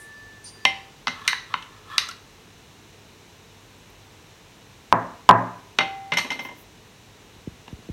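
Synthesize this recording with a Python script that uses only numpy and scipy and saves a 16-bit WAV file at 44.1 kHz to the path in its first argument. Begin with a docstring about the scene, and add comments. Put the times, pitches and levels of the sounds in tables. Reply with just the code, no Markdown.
"""Batter is spooned from a china bowl into a shallow steel pan in a small kitchen, close to the microphone.
The steel spoon sings as it is picked up, then clinks and scrapes in the bowl (0.7-2.1 s) and frees one
bubble; the batter itself runs silently. The bowl knocks twice on the counter (4.9 s, 5.3 s). The spoon
is dropped in (5.8 s) and rocks to rest, ringing the rim. Soft bumps and a faint clink follow (from 7.4 s).
Room noise, an appliance drone and microphone hiss run throughout."""
import sys
import numpy as np
from scipy import signal
from scipy.fft import rfft, irfft
from scipy.io import wavfile

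SR = 44100
rng = np.random.default_rng(int(sys.argv[2]) if len(sys.argv) > 2 else 0)


def to_wav(s):
    """Save 16-bit WAV."""
    ch = np.atleast_2d(s).T  # columns
    pcm = np.round(np.clip(ch, -1, 1) * 32767)  # PCM
    wavfile.write(sys.argv[1], SR, pcm.astype(np.int16))


N = 349272
T = np.arange(N) / SR

# Spoon on bowl. Each row: start in seconds, level in dB, extra bass in dB, tilt in dB per octave,
# frequency favoured by the contact point in Hz, chatter t60 in seconds.
CLINKS = [(0.651, 1, 0.5, 0.7, 2460, 0.012), (1.07, -10, -9, -4, 4100, 0.012),
          (1.078, -10.5, -9, -3, 5500, 0.027), (1.277, -2.5, 1, 6.5, 2100, 0.028),
          (1.329, -13.5, -30, -3.5, 1800, 0.0079), (1.539, -11, -32, -8, 3500, 0.012),
          (1.623, -28.5, 0, 3, 2700, 0.025), (1.98, -2, -1, 5, 4150, 0.0082),
          (2.087, -28.5, 2, 11.5, 6500, 0.025), (2.111, -27, 7, 4.5, 4100, .03),
          (5.786, -1.5, -3, -1.2, 3350, 0.017), (5.804, -9.5, -7, -4.5, 1620, 0.1),
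          (6.119, -11.5, -2, -3.5, 2760, 0.074), (6.135, -13, 5, 2, 1900, 0.056),
          (7.678, -33.5, 14.5, -1, 2830, 0.014)]
# Edges of the seven clink bands in Hz.
BAND_EDGES_HZ = [120, 700, 1500, 2350, 3400, 4900, 7000, 16000]
# Colour of a plain clink and of the rocking spoon. Each entry: gain of one band in dB.
CLINK_COLOUR_DB = [-19.5, -13.5, -14, -13, -17, -22, -30]
ROCK_COLOUR_DB = [-16, -21, -12.5, -13, -30, -20, -28.5]
# Damped resonances of spoon and bowl in contact. Each row: frequency in Hz, width in Hz, gain in dB.
CONTACT_MODES = [(170, 190, -10.5), (313, 96, -8.5), (584, 84, -4.5), (727, 235, -5), (1026, 210, 7),
                 (1440, 380, 0.5), (1753, 130, 2.5), (2053, 106, 6), (2614, 290, -4), (2948, 210, -2),
                 (3790, 324, -1.5), (4377, 127, 1), (5480, 420, 4), (6200, 590, 0.5), (7100, 340, -8.5),
                 (8670, 1100, -8), (11660, 220, -12), (14300, 600, -20)]
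# Resonances of the spot the rocking spoon lands on. Each row: frequency in Hz, width in Hz, gain in dB.
LANDING_MODES = [(980, 140, 1.5), (3140, 280, 4.5), (5420, 170, 9.5), (6300, 250, -6)]
# Free ring of the bowl. Each row: frequency in Hz, level in dB, t60 in seconds before extra damping.
BOWL_MODES = [(782, 2.5, 1.73), (1020, -35, .4), (1378, -21, 1), (1664, -20, 1.1), (2090, 15, 0.25),
              (2050, -3.5, 0.92), (2400, -16, .3), (2590, -13, .3), (2600, -5, 0.18), (3180, 2, 0.31),
              (3050, -30, 0.31), (3720, -26, .45)]
# Blows on the rim. Each row: start in seconds, level in dB, favoured frequency in Hz,
# fall-off from it in dB per octave.
RIM_BLOWS = [(0.652, -20, 2430, 6.5), (1.071, -34.5, 2100, 16), (1.278, -31.5, 2080, 19),
             (5.787, -23, 1393, 7), (6.120, -28, 2080, 9)]
# Blows that ring the gripped spoon. Each row: start in seconds, level in dB, t60 in seconds,
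# tilt in dB per octave.
STEEL_BLOWS = [(0.653, -41, 0.19, 0), (1.073, -36, 0.41, -1), (1.278, -24, 0.44, -3.5),
               (1.981, -27, 0.34, 1)]
# The spoon's clusters of close modes. Each row: centre in Hz, width in Hz, gain in dB.
STEEL_MODES = [(1560, 140, -0.5), (1964, 100, 9.5), (2190, 54, 1), (3910, 160, 9.5), (4300, 63, -27),
               (5600, 150, -23), (6220, 410, -2.5), (8600, 160, -12), (11600, 380, -19)]
# Bowl on counter. Each row: start in seconds, level in dB, factor on t60.
KNOCKS = [(4.9256, 2.5, 0.52), (5.2908, 8, 0.95), (5.2957, -4, 0.73), (5.301, -5, 1.1),
          (5.3106, -2.5, 0.85)]
# Bowl foot and counter, with the lowest rows ringing in the room. Each row: frequency in Hz, level in dB, base
# t60 in seconds.
KNOCK_MODES = [(116, -34, 0.45), (178.4, -31.5, 0.49), (255, -28.5, 0.18), (294, -30, 0.037),
               (380, -25.5, .025), (584, -28, 0.073), (693, -15.5, 0.12), (912, -3.5, 0.022),
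               (1008, -1, 0.035), (1200, -11, 0.021), (1516, -10.5, 0.024), (1730, -18.5, 0.016)]
# Spoon dragged round the bowl. Each row: time of full pressure in seconds, hold in seconds, level in dB.
STROKES = [(1.155, .09, -45), (1.259, 0.041, -37), (1.522, .01, -43), (1.74, .03, -53.5),
           (1.912, 0.12, -39)]
# Resonances woken by the dragging. Each row: frequency in Hz, width in Hz, gain in dB.
SCRAPE_MODES = [(1104, 89, -2.5), (1320, 48, -1), (1737, 40, -2.5), (2500, 140, -17), (3400, 310, -14)]
# The spoon's low modes. Each row: frequency in Hz, level in dB.
HUM_MODES = [(1756, 1), (1150, -15.5)]
# Grazes on the spoon. Each row: start in seconds, level in dB, tilt in dB per octave.
GRAZES = [(0.0, -83.5, 22), (0.14, -69.5, -6), (0.441, -59.5, 12), (0.651, -59, -7)]
# The spoon's high modes. Each row: frequency in Hz, level in dB, t60 in seconds.
TING_MODES = [(3870, -8, 0.78), (4750, 7.5, 1), (5911, 1, .26), (9030, 7, 0.35)]
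# Bumps through the counter. Each row: start in seconds, level in dB, swell in seconds.
BUMPS = [(7.361, -44.5, 0.0078), (7.473, -22.5, 0.0035), (7.515, -44, 0.0095), (7.726, -27.5, 0.006),
         (7.787, -40.5, 0.0037), (7.889, -27, 0.0016), (7.895, -24.5, 0.006)]
# Fingers and bracelet. Each row: peak time in seconds, half-width in seconds, level in dB, centre in Hz.
BRUSHES = [(0.004, .06, -54, 9000), (0.477, 0.034, -46.5, 5200), (3.903, .004, -59, 14500),
           (6.445, .035, -54, 13200), (6.6, .035, -55.5, 13200)]
# Room noise and microphone hiss. Each row: frequency in Hz, relative spectral density in dB.
AIR_SPECTRUM = [(24, -30.5), (40, 0), (70, -8), (92, -1), (281, -8), (404, -8.5), (426, -5), (549, -13.5),
                (961, -12), (1310, -16.5), (3000, -15.5), (3900, -55.5), (6600, -120)]
HISS_SPECTRUM = [(1760, -33), (3000, -6.5), (3330, -0.5), (3970, 1), (4660, -6.5), (5960, -2.5),
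                 (10400, -15.5), (11800, -14.5), (15000, -18), (16000, -18.5)]
# Appliance drone. Each row: frequency in Hz, level in dB.
DRONE_TONES = [(48, -65), (100, -59.5)]
# Kitchen reverberation. Each row: frequency in Hz, t60 in seconds, level in dB.
REVERB = [(120, 0.21, 2), (300, 0.51, 2.5), (706, 0.51, -5.5), (1340, 0.56, -9.5), (2543, 0.45, -5.5),
          (4000, 0.42, -6), (6960, 0.35, -9.5), (14000, .22, -4)]


def clinks(favour_db=7, favour_octaves=0.35):
    """Single blows of the spoon; the contact point colours each."""
    out = np.zeros(N)
    for start_s, db, bass_db, tilt_db, favoured_hz, chatter_t60_s in CLINKS:
        boost_db = favour_db * np.exp(-(band_octaves(favoured_hz) / favour_octaves) ** 2)
        colour_db = np.array(CLINK_COLOUR_DB) + boost_db
        colour_db[0] += bass_db
        add(out, start_s, contact(db, colour_db, tilt_db, chatter_t60_s))
    return out


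def contact(db, colour_db, tilt_db, chatter_t60_s, trim_db=-14.5, pivot_hz=2800):
    """One clink: an impulse, then steel buzzing briefly against china."""
    t = T[:SR // 20]
    force = 0.56 * rng.standard_normal(len(t)) * fade(t, chatter_t60_s)
    force[0] += 1
    body = resonate(force, CONTACT_MODES)
    gains = from_db(db + trim_db + np.array(colour_db) + tilt_db * band_octaves(pivot_hz))
    return sum(gain * rms_one(band(body, low_hz, high_hz, order=4))
               for gain, low_hz, high_hz in zip(gains, BAND_EDGES_HZ, BAND_EDGES_HZ[1:]))


def rocking(first_db=-8.5, loss_db=6, rebound_s=0.012, far_end_share=0.56):
    """Each swing, weaker and duller: a landing, a thinner rebound, a soft touch of the other end."""
    out = np.zeros(N)
    for k, start_s, swing_s in swings():
        db = first_db - k * loss_db
        tilt_db = -k  # 1 dB per octave duller each swing
        landing = contact(db, ROCK_COLOUR_DB, tilt_db, chatter_t60_s=0.049)
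        rebound = contact(-5 - 10 * k, CLINK_COLOUR_DB, tilt_db + 1.5, chatter_t60_s=0.086)
        far_end = contact(db - 13, ROCK_COLOUR_DB, tilt_db=-3, chatter_t60_s=0.08)
        add(out, start_s, landing + sum(resonate(landing, [mode]) for mode in LANDING_MODES))
        add(out, start_s + rebound_s, rebound)
        add(out, start_s + far_end_share * swing_s, far_end)
    return out


def swings(start_s=6.1705, first_s=0.133, ratio=0.66, count=6):
    """The loose spoon's shrinking swings. Each row: index, start in seconds, length in seconds."""
    lengths_s = first_s * ratio ** np.arange(count)
    starts_s = start_s + np.cumsum(lengths_s) - lengths_s
    return list(zip(range(count), starts_s, lengths_s))


def rim(free_db_per_s=7, touched_db_per_s=76, landing_db=-24, loss_db=6.5, landing_hz=2090):
    """The struck rim rings on; fingers or spoon against it damp it."""
    free = (T > 5.78) & (T < 6.12)
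    damping_db = np.cumsum(np.where(free, free_db_per_s, touched_db_per_s)) / SR
    landings = [(start_s, landing_db - k * loss_db, landing_hz, 33) for k, start_s, _ in swings()]
    out = np.zeros(N)
    for start_s, db, favoured_hz, fall_db in list(RIM_BLOWS) + landings:
        modes = [(hz, mode_db - fall_db * abs(np.log2(hz / favoured_hz)), t60_s)
                 for hz, mode_db, t60_s in BOWL_MODES]
        lost_db = damping_db[round(start_s * SR):][:SR]
        add(out, start_s, from_db(db - lost_db + lost_db[0]) * ring(modes, tilt_db=-3.5))
    return out


def steel_shimmer(landing_db=-29.5, loss_db=11.5):
    """Hard clinks and landings leave many close spoon modes beating briefly."""
    landings = [(start_s, landing_db - k * loss_db, 0.34, 7.5) for k, start_s, _ in swings()]
    out = np.zeros(N)
    for start_s, db, t60_s, tilt_db in list(STEEL_BLOWS) + landings:
        modes = [(hz, width_hz, mode_db + tilt_db * np.log2(hz / STEEL_MODES[0][0]))
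                 for hz, width_hz, mode_db in STEEL_MODES]
        shimmer = rms_one(resonate(rng.standard_normal(SR), modes))
        add(out, start_s, from_db(db) * shimmer * fade(T[:SR], t60_s))
    return out


def knocks():
    """The bowl lands on one edge, then drops flat with quick bounces; the soft contact is dull."""
    out, t = np.zeros(N), T[:SR]
    for start_s, db, t60_factor in KNOCKS:
        for hz, mode_db, t60_s in KNOCK_MODES:
            velocity = np.cos(2 * np.pi * hz * t)  # air follows surface speed: starts at the crest
            add(out, start_s, from_db(db + mode_db) * velocity * fade(t, t60_s * t60_factor))
    return band(out + 1e-18, low_hz=95, high_hz=1700, order=4)


def scrape(slips_per_s=1500, spread_db=3.5, rise_db_per_s=310, fall_db_per_s=151):
    """Tiny slips of spoon on glaze, muffled by batter; each stroke swells, holds and eases off."""
    slipping = rng.random(N) < slips_per_s / SR
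    slips = slipping * from_db(spread_db * rng.standard_normal(N)) * rng.choice([-1, 1], N)
    strokes_db = [db - rise_db_per_s * np.maximum(full_s - T, 0)
                  - fall_db_per_s * np.maximum(T - full_s - hold_s, 0) for full_s, hold_s, db in STROKES]
    pressure = from_db(np.max(strokes_db, axis=0))
    return pressure * rms_one(resonate(slips + 1e-18, SCRAPE_MODES))


def spoon_hum(level_db=-47, edge_on_s=0.51, half_turn_s=0.73, grip_s=0.66, grip_db_per_s=81):
    """The lifted spoon hums as it turns, silent when edge-on, and dies away in the grip."""
    level = from_db(level_db - grip_db_per_s * np.maximum(T - grip_s, 0))
    facing = np.sin(np.pi * (T - edge_on_s) / half_turn_s)
    tones = sum(from_db(db) * np.sqrt(2) * np.sin(2 * np.pi * hz * T) for hz, db in HUM_MODES)
    return level * facing * tones


def spoon_tings(swell_s=0.0021, beat_hz=13.1):
    """Grazes swell into short high tings; the second mode beats against a close twin."""
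    out = np.zeros(N)
    swell = 1 - np.exp(-T[:SR] / swell_s)
    hz, mode_db, t60_s = TING_MODES[1]
    for start_s, db, tilt_db in GRAZES:
        twin_db = mode_db + tilt_db * np.log2(hz / TING_MODES[0][0])
        twin = ring([(hz + beat_hz, twin_db, t60_s)], tilt_db=0)
        add(out, start_s, from_db(db) * (ring(TING_MODES, tilt_db) - twin) * swell)
    return out


def bumps(start_hz=560, end_hz=55, glide_s=0.00387):
    """Bending waves in the counter carry highs faster, so each bump arrives as a falling chirp."""
    out, t = np.zeros(N), T[:SR // 10]
    pitch_hz = end_hz + (start_hz - end_hz) * np.exp(-t / glide_s)
    chirp = np.sin(2 * np.pi * np.cumsum(pitch_hz) / SR)
    for start_s, db, swell_s in BUMPS:
        envelope = t / swell_s * np.exp(1 - t / swell_s)
        add(out, start_s, from_db(db) * chirp * envelope)
    return band(out + 1e-18, 24, start_hz)


def bubble(start_s=2.089, db=-29.5, hz=1320, t60_s=0.089, rise_per_s=6):
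    """An air pocket under the lifting spoon rings, rising in pitch as it surfaces."""
    out, t = np.zeros(N), T[:SR // 10]
    cycles = hz * (t + rise_per_s * t * t / 2)
    add(out, start_s, from_db(db) * np.sin(2 * np.pi * cycles) * fade(t, t60_s))
    return out


def brushes(edge_ratio=1.25):
    """Fingers and bracelet brush lightly: short swells of friction hiss."""
    out = np.zeros(N)
    for peak_s, half_width_s, db, hz in BRUSHES:
        swell = np.exp(-((T - peak_s) / half_width_s) ** 2)
        hiss = rms_one(band(rng.standard_normal(N), hz / edge_ratio, hz * edge_ratio))
        out += from_db(db) * swell * hiss
    return out


def kitchen(dry, wet_db, early_db=-2, early_t60_s=0.13, onset_s=0.0028):
    """Quick reflections off counter and cupboards, then a tail that dies sooner in the treble."""
    t, edges_hz = T[:SR], np.geomspace(70, 17000, 17)
    white, response = rng.standard_normal((2, SR)), np.zeros(SR)
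    onset = np.clip(t / onset_s - 0.5, 0, 1)
    early = from_db(early_db) * fade(t, early_t60_s)
    for k, (low_hz, high_hz) in enumerate(zip(edges_hz, edges_hz[1:])):
        hz = np.sqrt(low_hz * high_hz)
        tail = band(white[k % 2], low_hz, high_hz) * (fade(t, at_hz(REVERB, hz)) + early) * onset
        width_gain = np.sqrt(2 * (high_hz - low_hz)) / SR  # energy in proportion to bandwidth
        response += from_db(at_hz(REVERB, hz, column=2)) * rms_one(tail) * width_gain
    return dry + from_db(wet_db) * signal.fftconvolve(dry, response)[:N]


def background(air_db=-51, hiss_db=-57):
    """Steady room noise, a faint appliance drone and microphone hiss."""
    air = from_db(air_db) * steady_noise(AIR_SPECTRUM)
    drone = sum(from_db(db) * np.sin(2 * np.pi * hz * T) for hz, db in DRONE_TONES)
    hiss = from_db(hiss_db) * steady_noise(HISS_SPECTRUM)
    return air + drone + hiss


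def steady_noise(spectrum):
    """Coloured noise of unit rms."""
    gains = from_db(at_hz(spectrum, np.fft.rfftfreq(N, 1 / SR)))
    return rms_one(irfft(rfft(rng.standard_normal(N)) * gains, N))


def resonate(x, modes):
    """Parallel resonators of alternating sign."""
    out = 0
    for k, (hz, width_hz, db) in enumerate(modes):
        radius = np.exp(-np.pi * width_hz / SR)
        poles = [1, -2 * radius * np.cos(2 * np.pi * hz / SR), radius ** 2]
        gain = (-1) ** k * from_db(db) * (1 - radius ** 2) / 2
        out = out + gain * signal.lfilter([1, 0, -1], poles, x)
    return out


def ring(modes, tilt_db):
    """One second of struck modes, tilted by tilt_db per octave above the first."""
    t, first_hz = T[:SR], modes[0][0]
    return sum(from_db(db + tilt_db * np.log2(hz / first_hz)) * np.sin(2 * np.pi * hz * t) * fade(t, t60_s)
               for hz, db, t60_s in modes)


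def band(x, low_hz, high_hz, order=2):
    """Causal band-pass."""
    return signal.sosfilt(signal.butter(order, [low_hz, high_hz], "band", fs=SR, output="sos"), x)


def band_octaves(hz):
    """Octaves from hz up to the centre of each clink band."""
    edges_hz = np.array(BAND_EDGES_HZ)
    return np.log2(np.sqrt(edges_hz[:-1] * edges_hz[1:]) / hz)


def at_hz(rows, hz, column=1):
    """Interpolate a table column over log frequency."""
    rows = np.array(rows)
    return np.interp(np.log(hz + 1e-9), np.log(rows[:, 0]), rows[:, column])


def add(out, start_s, sound):
    """Mix a sound in at start_s."""
    start = round(start_s * SR)
    out[start:start + len(sound)] += sound[:N - start]


def fade(t, t60_s):
    """Exponential decay, 60 dB down at t60_s."""
    return np.exp(-np.log(1000) * t / t60_s)


def from_db(db):
    """Decibels to gain."""
    return 10 ** (np.asarray(db) / 20)


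def rms_one(x):
    """Scale to unit rms."""
    return x / np.sqrt(np.mean(x ** 2) + 1e-20)


def scene():
    """Mono mix: spooning, rocking and knocks reverberate in the kitchen; the rest is direct."""
    spooning = kitchen(clinks() + scrape() + bubble(), wet_db=-0.4)
    settling = kitchen(rocking(), wet_db=0)
    set_down = kitchen(knocks(), wet_db=1.5)
    ringing = rim() + steel_shimmer() + spoon_hum() + spoon_tings()
    return (spooning + settling + set_down + ringing + brushes() + bumps() + background())[None]


def record(dry, low_cut_hz=44, high_cut_hz=16000):
    """The loudest knocks overload the input; the lowest bass and the top are cut."""
    clipped = np.clip(dry, -1, 1)
    thinned = signal.sosfilt(signal.butter(2, low_cut_hz, "high", fs=SR, output="sos"), clipped)
    return signal.sosfilt(signal.ellip(10, 0.1, 70, high_cut_hz, fs=SR, output="sos"), thinned)


dry = scene()
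out = record(dry)
to_wav(out)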